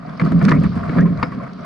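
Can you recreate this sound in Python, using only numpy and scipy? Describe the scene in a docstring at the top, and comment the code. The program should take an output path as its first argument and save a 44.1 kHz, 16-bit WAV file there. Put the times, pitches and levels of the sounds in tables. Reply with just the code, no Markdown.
"""One stroke of a double scull on open water, heard from the deck.
Throughout, water washes, spatters and bubbles alongside. From 0.2 s the oars clunk in their locks
and leave the water; sliding seats roll and boom the hollow hull; air buffets the microphone.
Near 0.5 s and 1 s fittings tick and the sleeves squeak as the oars turn.
At 1.2 s the oars clunk again, squared and dropped in; the rumble dies away."""
import sys
import numpy as np
from scipy import signal
from scipy.fft import rfft, irfft
from scipy.io import wavfile
from scipy.ndimage import uniform_filter1d, minimum_filter1d

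SR = 44100
rng = np.random.default_rng(int(sys.argv[2]) if len(sys.argv) > 2 else 0)


def transcribe(signal):
    """Save signal, clipped to [-1, 1], as a 16-bit WAV file at the path in sys.argv[1]."""
    frames = np.atleast_2d(signal).T
    limited = np.clip(frames, -1, 1)
    pcm = np.round(limited * 32767).astype(np.int16)
    wavfile.write(sys.argv[1], SR, pcm)


N = 72765
T = np.arange(N) / SR

# Envelopes of hull wash, blade spray, rolling seats, air gusts: t/s, level/dB
WASH_ENV = [(0, -40.5), (.13, -36.5), (.18, -41.5), (.235, -32), (.27, -29.5), (.35, -37.5), (.46, -28.5),
            (.54, -23.5), (.6, -34), (.69, -44.5), (.76, -34), (.81, -31), (.87, -31.5), (.96, -28.5),
            (1.03, -29), (1.11, -42.5), (1.19, -32), (1.26, -28), (1.3, -40), (1.36, -42.5), (1.42, -35),
            (1.55, -42), (1.65, -36.5)]
SPRAY_ENV = [(0, -63), (.15, -56), (.28, -49), (.34, -57), (.44, -49), (.57, -51.5), (.63, -50),
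             (.72, -51.5), (.85, -54.5), (1, -50), (1.05, -58.5), (1.28, -57), (1.47, -59.5), (1.65, -54.5)]
SEAT_ENV = [(0, -38.5), (.1, -31), (.195, -36), (.23, -12.5), (.3, -22), (.36, -16), (.405, -22),
            (.45, -13.5), (.6, -12), (.66, -22), (.72, -28.5), (.85, -28), (.94, -22.5), (.98, -13),
            (1.05, -10.5), (1.15, -26.5), (1.21, -27.5), (1.31, -31.5), (1.38, -27), (1.5, -35),
            (1.65, -34)]
GUST_ENV = [(0, -69.5), (.19, -63), (.26, -33), (.38, -52.5), (.44, -37), (.5, -63), (.555, -22),
            (.7, -26.5), (.86, -31), (1.0, -36.5), (1.2, -28), (1.3, -42), (1.65, -54)]
# Noise spectra of wash, spray, hull boom, wheel growl, air: f/Hz, level/dB
WASH_SPECTRUM = [(150, -15.5), (400, -1), (560, -2.5), (690, 10), (790, -4), (1000, 2), (1220, 5.5),
                 (1600, -4.5), (2300, -9.5), (3000, -30), (5000, -33), (9000, -44)]
SPRAY_SPECTRUM = [(400, -55.5), (1500, -4.5), (2800, 15.5), (3600, 11.5), (4700, 15), (5800, 3),
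                  (7000, -12), (9000, -15), (11000, -15)]
BOOM_SPECTRUM = [(30, -74), (90, -26), (130, -6), (155, -1), (180, 2), (215, -9.5), (270, -17.5),
                 (340, -60.5), (3000, -120)]
GROWL_SPECTRUM = [(25, -28.5), (75, -12.5), (105, -18.5), (140, -23), (200, 3.5), (270, 1), (345, -15),
                  (400, -8), (470, -16.5), (600, -16), (900, -51), (6000, -100)]
AIR_SPECTRUM = [(15, -54.5), (35, -7), (60, 9), (100, 13.5), (200, 7.5), (600, -58), (4000, -92)]
# Burst spectra of sharp impacts, rigger shiver, sleeve clatter: f/Hz, level/dB
IMPACT_SPECTRUM = [(500, -22), (1500, -5), (3600, -1), (4700, 4), (6000, -3), (7500, -20), (11000, -25)]
SHIVER_SPECTRUM = [(2000, -49), (4400, -12.5), (5100, 5.5), (6500, -35.5)]
CLATTER_SPECTRUM = [(100, -16.5), (400, 1), (800, 13.5), (1200, 19.5), (2200, 7), (3000, -6), (4700, -11),
                    (6500, -47), (11000, -52)]
# Left-right correlation of wash, spray, wheel growl: f/Hz, correlation
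WASH_CORR = [(200, 0.91), (400, 0.33), (650, 1), (850, 0.34), (1200, 0.91), (2000, 0.39), (6000, 0.2)]
SPRAY_CORR = [(1000, 0.069), (5000, 0.61), (8000, 0.14)]
GROWL_CORR = [(30, 1), (180, 0.93), (270, 1), (380, 0.33), (2000, 0.47)]
# Modes of collar, lock with rigger, hollow hull: f/Hz, level/dB, t60/s
COLLAR_MODES = [(2310, 17, 0.0053), (3790, -9, 0.035), (4510, 6.5, 0.0079)]
LOCK_MODES = [(498.5, 4, 0.062), (674, -3.5, 0.19), (960, 5, 0.012), (1280, -0.5, 0.02), (1393, -16, 0.15),
              (1730, 6.5, 0.017), (2234, 1, 0.029), (4260, -17.5, 0.021)]
HULL_MODES = [(157.25, -15, 0.67), (154, -0.5, 0.063), (214, -8, 0.049), (294, -2.5, 0.041),
              (280, 1, 0.025)]
# Bubbles beside the hull, drips off the blades: t/s, f/Hz, level/dB
BUBBLES = [(.05, 710, -27.5), (0.261, 1220, -22), (.8, 1120, -26.5), (1.054, 1036, -18), (1.32, 1100, -26),
           (1.399, 1052, -26.5), (1.41, 551, -30), (1.61, 594, -31.5)]
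DRIPS = [(0.0626, 4600, -45), (0.0954, 3380, -42), (.174, 4800, -40), (0.2474, 4560, -38),
         (.392, 4610, -41), (1.1742, 4050, -40), (1.533, 4370, -38), (1.608, 5900, -46.5)]
# Collar slams: t/s, clack/dB, f/Hz, pan/dB, metal/dB, thud/dB
SLAMS = [(0.1971, -17.5, 2055, 5.5, -32, -34), (0.32, -23.5, 1230, -3.5, -48, -21),
         (0.4823, -11, 1400, 2, -41.5, -29), (0.486, -19, 1250, -2, -28, -27.5),
         (0.522, -2.5, 1192, -3.5, -27.5, -14), (0.663, -22, 1170, -2, -50.5, -32.5),
         (0.986, -19, 1600, 3, -45.5, -28.5), (1.2284, -2.5, 1100, 3, -21.5, -2),
         (1.2317, -6, 1000, 11, -19.5, -22.5)]
# Oar knocks in the locks: t/s, level/dB, treble/dB, thump/dB, scrape decay/s, pan/dB
KNOCKS = [(0.1975, -17.5, -6.5, -34, 0.011, -1), (.213, -18, -10, -15.5, 0.0096, 1),
          (.320, -20, -4.5, -12.5, 0.0041, 4.5), (0.413, -17, -17, -20.5, 0.01, 0),
          (.446, -23, 5.5, -16, 0.032, -2), (.4835, -13.5, 0, -14, 0.011, -3),
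          (.5165, -6, -2.5, -7, 0.0063, 3), (.637, -25, 1, -13, 0.025, -1.5),
          (.894, -20, -0.5, -15.5, 0.0044, 2.5), (.9845, -13, -13, -18, 0.004, -1.5),
          (1.055, -26, -1.5, -29.5, 0.024, -1), (1.2305, -5.5, -9.5, -11, 0.0071, 4.5),
          (1.318, -31, 2, -31, 0.027, 0.5)]
# Hull booms, sleeve squeaks: t/s, length/s, start f/Hz, end f/Hz, level/dB
BOOMS = [(.215, 0.038, 200, 160, -10), (.322, .072, 176.1, 166, -6.5), (.428, 0.056, 180, 211.8, -4.5),
         (.485, 0.044, 175, 175.7, -13.5), (.555, 0.055, 165, 158, -6.5), (.643, 0.033, 205, 166.7, -11.5),
         (0.764, 0.016, 235, 191.5, -12.5), (.998, 0.072, 188.8, 179.3, -5),
         (1.082, 0.074, 185, 156.8, -14.5)]
SQUEAKS = [(0.507, 0.037, 1847, 1978, -22.5), (0.541, 0.039, 2180, 2260, -33.5),
           (0.979, 0.033, 1650, 1610, -24.5), (1.005, 0.025, 1713, 1924, -30)]
# Ticks of the fittings: t/s, level/dB, pan/dB
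TICKS = [(.442, -28.5, -8), (0.452, -22.5, -7), (0.492, -25, -4), (0.4966, -29.5, 1), (0.51, -30, -6.5),
         (0.599, -39.5, 12), (1.008, -34, 8)]
# Phase between the microphone ports: f/Hz, left lead/rad
PORT_PHASE = [(50, 0), (100, .3), (180, .65), (280, .6), (370, 1.2), (470, .4), (640, -1.5), (850, -2.2),
              (1050, -.35), (1600, -.1), (5000, 0)]
# Balance of the ports: f/Hz, left over right/dB
PORT_BALANCE = [(380, -.5), (480, 1.5), (850, 2), (1200, -1), (1700, -.5), (2300, 3), (3200, -1),
                (5000, -1.5), (9000, 1.5)]


def amp(db):
    """dB to gain."""
    return 10 ** (np.asarray(db) / 20)


def unit(x):
    """Scale to rms 1."""
    return x / np.sqrt(np.mean(x ** 2) + 1e-20)


def at_hz(points, hz):
    """Interpolate over log frequency."""
    f, value = np.transpose(points)
    return np.interp(np.log(hz + 1), np.log(f), value)


def envelope(points):
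    """Gain over time from dB breakpoints."""
    return amp(np.interp(T, *np.transpose(points)))


def pan(db):
    """Stereo gains, left over right by db."""
    return amp([[db / 2], [-db / 2]])


def add(mix, t_s, sound):
    """Mix a sound in at t_s."""
    part = mix[:, round(t_s * SR):][:, :sound.shape[-1]]
    part += sound[..., :part.shape[1]]


def noise(spectrum, corr, size=N):
    """Stereo noise, rms 1, of given spectrum and left-right correlation."""
    hz = np.fft.rfftfreq(size, 1 / SR)
    a, b = rfft(rng.standard_normal((2, size)))
    c = np.clip(at_hz(corr, hz) if np.ndim(corr) else corr, -1, 1)
    mid, side = a * np.sqrt(1 + c), b * np.sqrt(1 - c)
    return unit(irfft(np.array([mid + side, mid - side]) * amp(at_hz(spectrum, hz)), size))


def decay(t, tau_s):
    """Exponential fall from 1."""
    return np.exp(-t / tau_s)


def attack(t, tau_s):
    """Exponential rise to 1."""
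    return 1 - decay(t, tau_s)


def ring(modes, t, detune):
    """Decaying modes, randomly detuned per blow."""
    return sum(amp(db - 60 * t / t60_s) * np.sin(2 * np.pi * hz * (1 + detune * rng.uniform(-1, 1)) * t)
               for hz, db, t60_s in modes)


def ping(t, hz, rise_s):
    """A few cycles that swell for rise_s, then die."""
    return t / rise_s * np.exp(1 - t / rise_s) * np.sin(2 * np.pi * hz * t)


def wobble(size, smooth_samples):
    """Smooth random motion, rms about 1."""
    rough = uniform_filter1d(rng.standard_normal(16384), smooth_samples)
    return unit(uniform_filter1d(rough, smooth_samples // 2))[:size]


def wash(flutter_db=2.18):
    """Water washes along the hull, level fluttering."""
    flutter = amp(flutter_db * unit(uniform_filter1d(rng.standard_normal(N), size=450)))
    return unit(noise(WASH_SPECTRUM, WASH_CORR) * flutter) * envelope(WASH_ENV)


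def spray(drops_per_s=700, spread_db=3.2, drops_db=-5, shapes=10):
    """Spray off the blades: hiss plus separate drop impacts."""
    drops, t = np.zeros((2, N)), np.arange(256) / SR
    for _ in range(shapes):
        hits = rng.random(N) < drops_per_s / shapes / SR
        gains = amp(spread_db * np.minimum(rng.exponential(1, N), 4))
        splat = noise(SPRAY_SPECTRUM, SPRAY_CORR, len(t)) * attack(t, 0.0004) * decay(t, 0.00071)
        drops += signal.oaconvolve((hits * gains)[None], splat)[:, :N]
    hiss = noise(SPRAY_SPECTRUM, SPRAY_CORR)
    return unit(hiss + amp(drops_db) * unit(drops)) * envelope(SPRAY_ENV) * pan(db=-2.5)


def seats(window_s=0.05, growl_db=-3):
    """Seat wheels growl on their rails and keep the hull booming with even pressure."""
    boom = noise(BOOM_SPECTRUM, corr=1)
    power = (abs(signal.hilbert(boom)) ** 2).mean(0)
    smooth_power = signal.fftconvolve(power, np.hanning(round(window_s * SR)), "same")
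    even_boom = unit(boom / np.sqrt(abs(smooth_power)))
    growl = amp(growl_db) * noise(GROWL_SPECTRUM, GROWL_CORR)
    return (even_boom + growl) * envelope(SEAT_ENV) * pan(db=-0.19)


def air(floor_db=-49):
    """Gusts buffet the microphone, left of centre, over a faint steady rumble."""
    gusts = noise(AIR_SPECTRUM, corr=1) * envelope(GUST_ENV) * pan(db=2.5)
    return gusts + amp(floor_db) * noise(AIR_SPECTRUM, corr=0.98)


def bubble(hz, decay_cycles=12, rise_per_s=1.55):
    """A bursting bubble: soft ping, rising as it dies."""
    t = np.arange(3072) / SR
    tone = np.sin(2 * np.pi * hz * t * (1 + rise_per_s * t / 2))
    return attack(t, 0.0012) * decay(t, decay_cycles / hz) * tone


def bubbles(small_per_s=53, low_hz=880, high_hz=1796, small_db=-96.5):
    """A few clear bubbles; small ones follow the wash, too faint to hear."""
    clear, small = np.zeros((2, 2, N))
    for t_s, hz, db in BUBBLES:
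        add(clear, t_s, amp(db) * bubble(hz))
    for when, pitch, size, side in rng.random((round(small_per_s * N / SR), 4)):
        hz = low_hz * (high_hz / low_hz) ** pitch
        gain = amp(small_db + 10 * size - 5 * pitch) * pan(8 * (side - 0.5))
        add(small, when * N / SR, gain * bubble(hz))
    return clear + small * envelope(WASH_ENV)


def drip(hz, swell_s=0.0012, rise_per_s=10, splash_db=-0.5):
    """A drop lands: soft splash, tiny rising plink."""
    t = np.arange(512) / SR
    splash = noise(IMPACT_SPECTRUM, corr=0.28, size=len(t)) * t / swell_s * decay(t, swell_s)
    plink = ping(t, hz * (1 + rise_per_s * t / 2), swell_s)
    return amp(splash_db) * splash + 0.5 * plink


def drips(small_per_s=70, low_hz=2800, high_hz=5200, small_db=1):
    """A few clear drops fall from the blades; droplets follow the spray."""
    clear, small = np.zeros((2, 2, N))
    for t_s, hz, db in DRIPS:
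        add(clear, t_s, amp(db) * pan(db=-3) * drip(hz))
    for when, pitch, size, side in rng.random((round(small_per_s * N / SR), 4)):
        hz = low_hz * (high_hz / low_hz) ** pitch
        gain = amp(small_db + 10 * (size - 0.5)) * pan(10 * (side - 0.5))
        add(small, when * N / SR, gain * drip(hz))
    return clear + small * envelope(SPRAY_ENV)


def collars(crack_db=-15.5, shiver_db=-24.5):
    """Collars slam home: hard clack, metallic crack with rigger shiver, then a dull thud."""
    out, t = np.zeros((2, N)), np.arange(8192) / SR
    for t_s, clack_db, hz, pan_db, metal_db, thud_db in SLAMS:
        add(out, t_s, amp(clack_db) * pan(pan_db) * ping(t, hz, rise_s=0.00092))
        crack = amp(crack_db) * noise(IMPACT_SPECTRUM, corr=0.32, size=len(t)) * decay(t, 0.0025)
        shiver = amp(shiver_db) * noise(SHIVER_SPECTRUM, corr=0.92, size=len(t)) * decay(t, 0.022)
        metal = ring(COLLAR_MODES, t, detune=0.046) + crack + shiver
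        add(out, t_s + 0.0006, amp(metal_db) * metal * attack(t, 0.00042))
        add(out, t_s + 0.003, amp(thud_db) * ping(t, hz=216, rise_s=0.0019))
    return out


def oarlocks(ring_db=-7, clatter_db=-3.5, tail_db=-32, shelf_hz=2580, corr=0.68):
    """Each knock is a short scrape: the lock rings, the sleeve clatters, the hull thumps."""
    out, t = np.zeros((2, N)), np.arange(5120) / SR
    for t_s, db, treble_db, thump_db, scrape_s, pan_db in KNOCKS:
        scrape = attack(t, 0.00033) * decay(t, scrape_s)
        push = scrape + amp(tail_db) * decay(t, 0.027)
        contact = noise([(100, 0), (9000, 0)], corr, len(t)) * scrape  # white
        lock = signal.fftconvolve(contact, ring(LOCK_MODES, t, detune=0.023)[None])[:, :len(t)]
        clatter = noise(CLATTER_SPECTRUM, corr, len(t)) * push
        knock = amp(ring_db) * unit(lock) + amp(clatter_db) * unit(clatter)
        knock *= np.sqrt(np.mean(push ** 2))
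        low = signal.lfilter(*signal.butter(1, shelf_hz, fs=SR), knock)
        add(out, t_s, amp(db) * pan(pan_db) * (low + amp(treble_db) * (knock - low)))
        thump = ring(HULL_MODES, t, detune=0.061) * attack(t, 0.004)
        add(out, t_s + 0.0029, amp(thump_db + 2.5) * thump / abs(thump).max())
    return out


def hull_booms(wander=0.03):
    """Passing seats ring the hull briefly on one gliding, wavering note."""
    out = np.zeros((2, N))
    for t_s, length_s, start_hz, end_hz, db in BOOMS:
        u = np.arange(0, 1, 1 / (length_s * SR))
        hz = (start_hz + (end_hz - start_hz) * u) * (1 + wander * wobble(len(u), 300))
        swell = np.sin(np.pi * u) ** 0.3
        add(out, t_s, amp(db) * swell * np.sin(2 * np.pi * (np.cumsum(hz) / SR + rng.random())))
    return out * pan(db=-1.3)


def fittings(decay_s=0.002):
    """Fittings tick: short, bright noise bursts."""
    out, t = np.zeros((2, N)), np.arange(1024) / SR
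    for t_s, db, pan_db in TICKS:
        tick = noise(IMPACT_SPECTRUM, corr=0.28, size=len(t)) * decay(t, decay_s)
        add(out, t_s, amp(db) * pan(pan_db) * tick)
    return out


def sleeves(roughness=0.04, chatter=0.7):
    """Sleeves squeak and chatter as the oars turn, mostly gliding up."""
    out = np.zeros((2, N))
    for t_s, length_s, start_hz, end_hz, db in SQUEAKS:
        u = np.arange(0, 1, 1 / (length_s * SR))
        hz = (start_hz + (end_hz - start_hz) * u) * (1 + roughness * wobble(len(u), 40))
        grip = np.sqrt(np.sin(np.pi * u)) * (1 + chatter * wobble(len(u), 70))
        add(out, t_s, amp(db) * grip * np.sin(2 * np.pi * np.cumsum(hz) / SR))
    return out


def scene():
    """Water, boat and air, summed in stereo."""
    bed = wash() + spray() + seats() + air()
    return bed + bubbles() + drips() + collars() + oarlocks() + hull_booms() + fittings() + sleeves()


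def record(dry):
    """Two microphone ports colour the sides; then a fast limiter and a low-pass."""
    ceiling_db, release_db_per_s, cutoff_hz = -4, 180, 11200
    hz = np.fft.rfftfreq(2 * N, 1 / SR)
    port = np.exp(0.5j * at_hz(PORT_PHASE, hz)) * amp(at_hz(PORT_BALANCE, hz) / 2)
    heard = irfft(rfft(dry, 2 * N) * np.array([port, 1 / port]))[:, :N]
    release_db = T * release_db_per_s
    over_db = np.maximum(20 * np.log10(abs(heard).max(0) + 1e-9) - ceiling_db, 0)
    gain_db = minimum_filter1d(release_db - np.maximum.accumulate(over_db + release_db), size=120)
    limited = heard * amp(uniform_filter1d(gain_db, size=120))
    lowpass = signal.firwin(255, cutoff_hz, window=("kaiser", 7), fs=SR)
    return signal.oaconvolve(limited, lowpass[None], "same")


dry = scene()
out = record(dry)
transcribe(out)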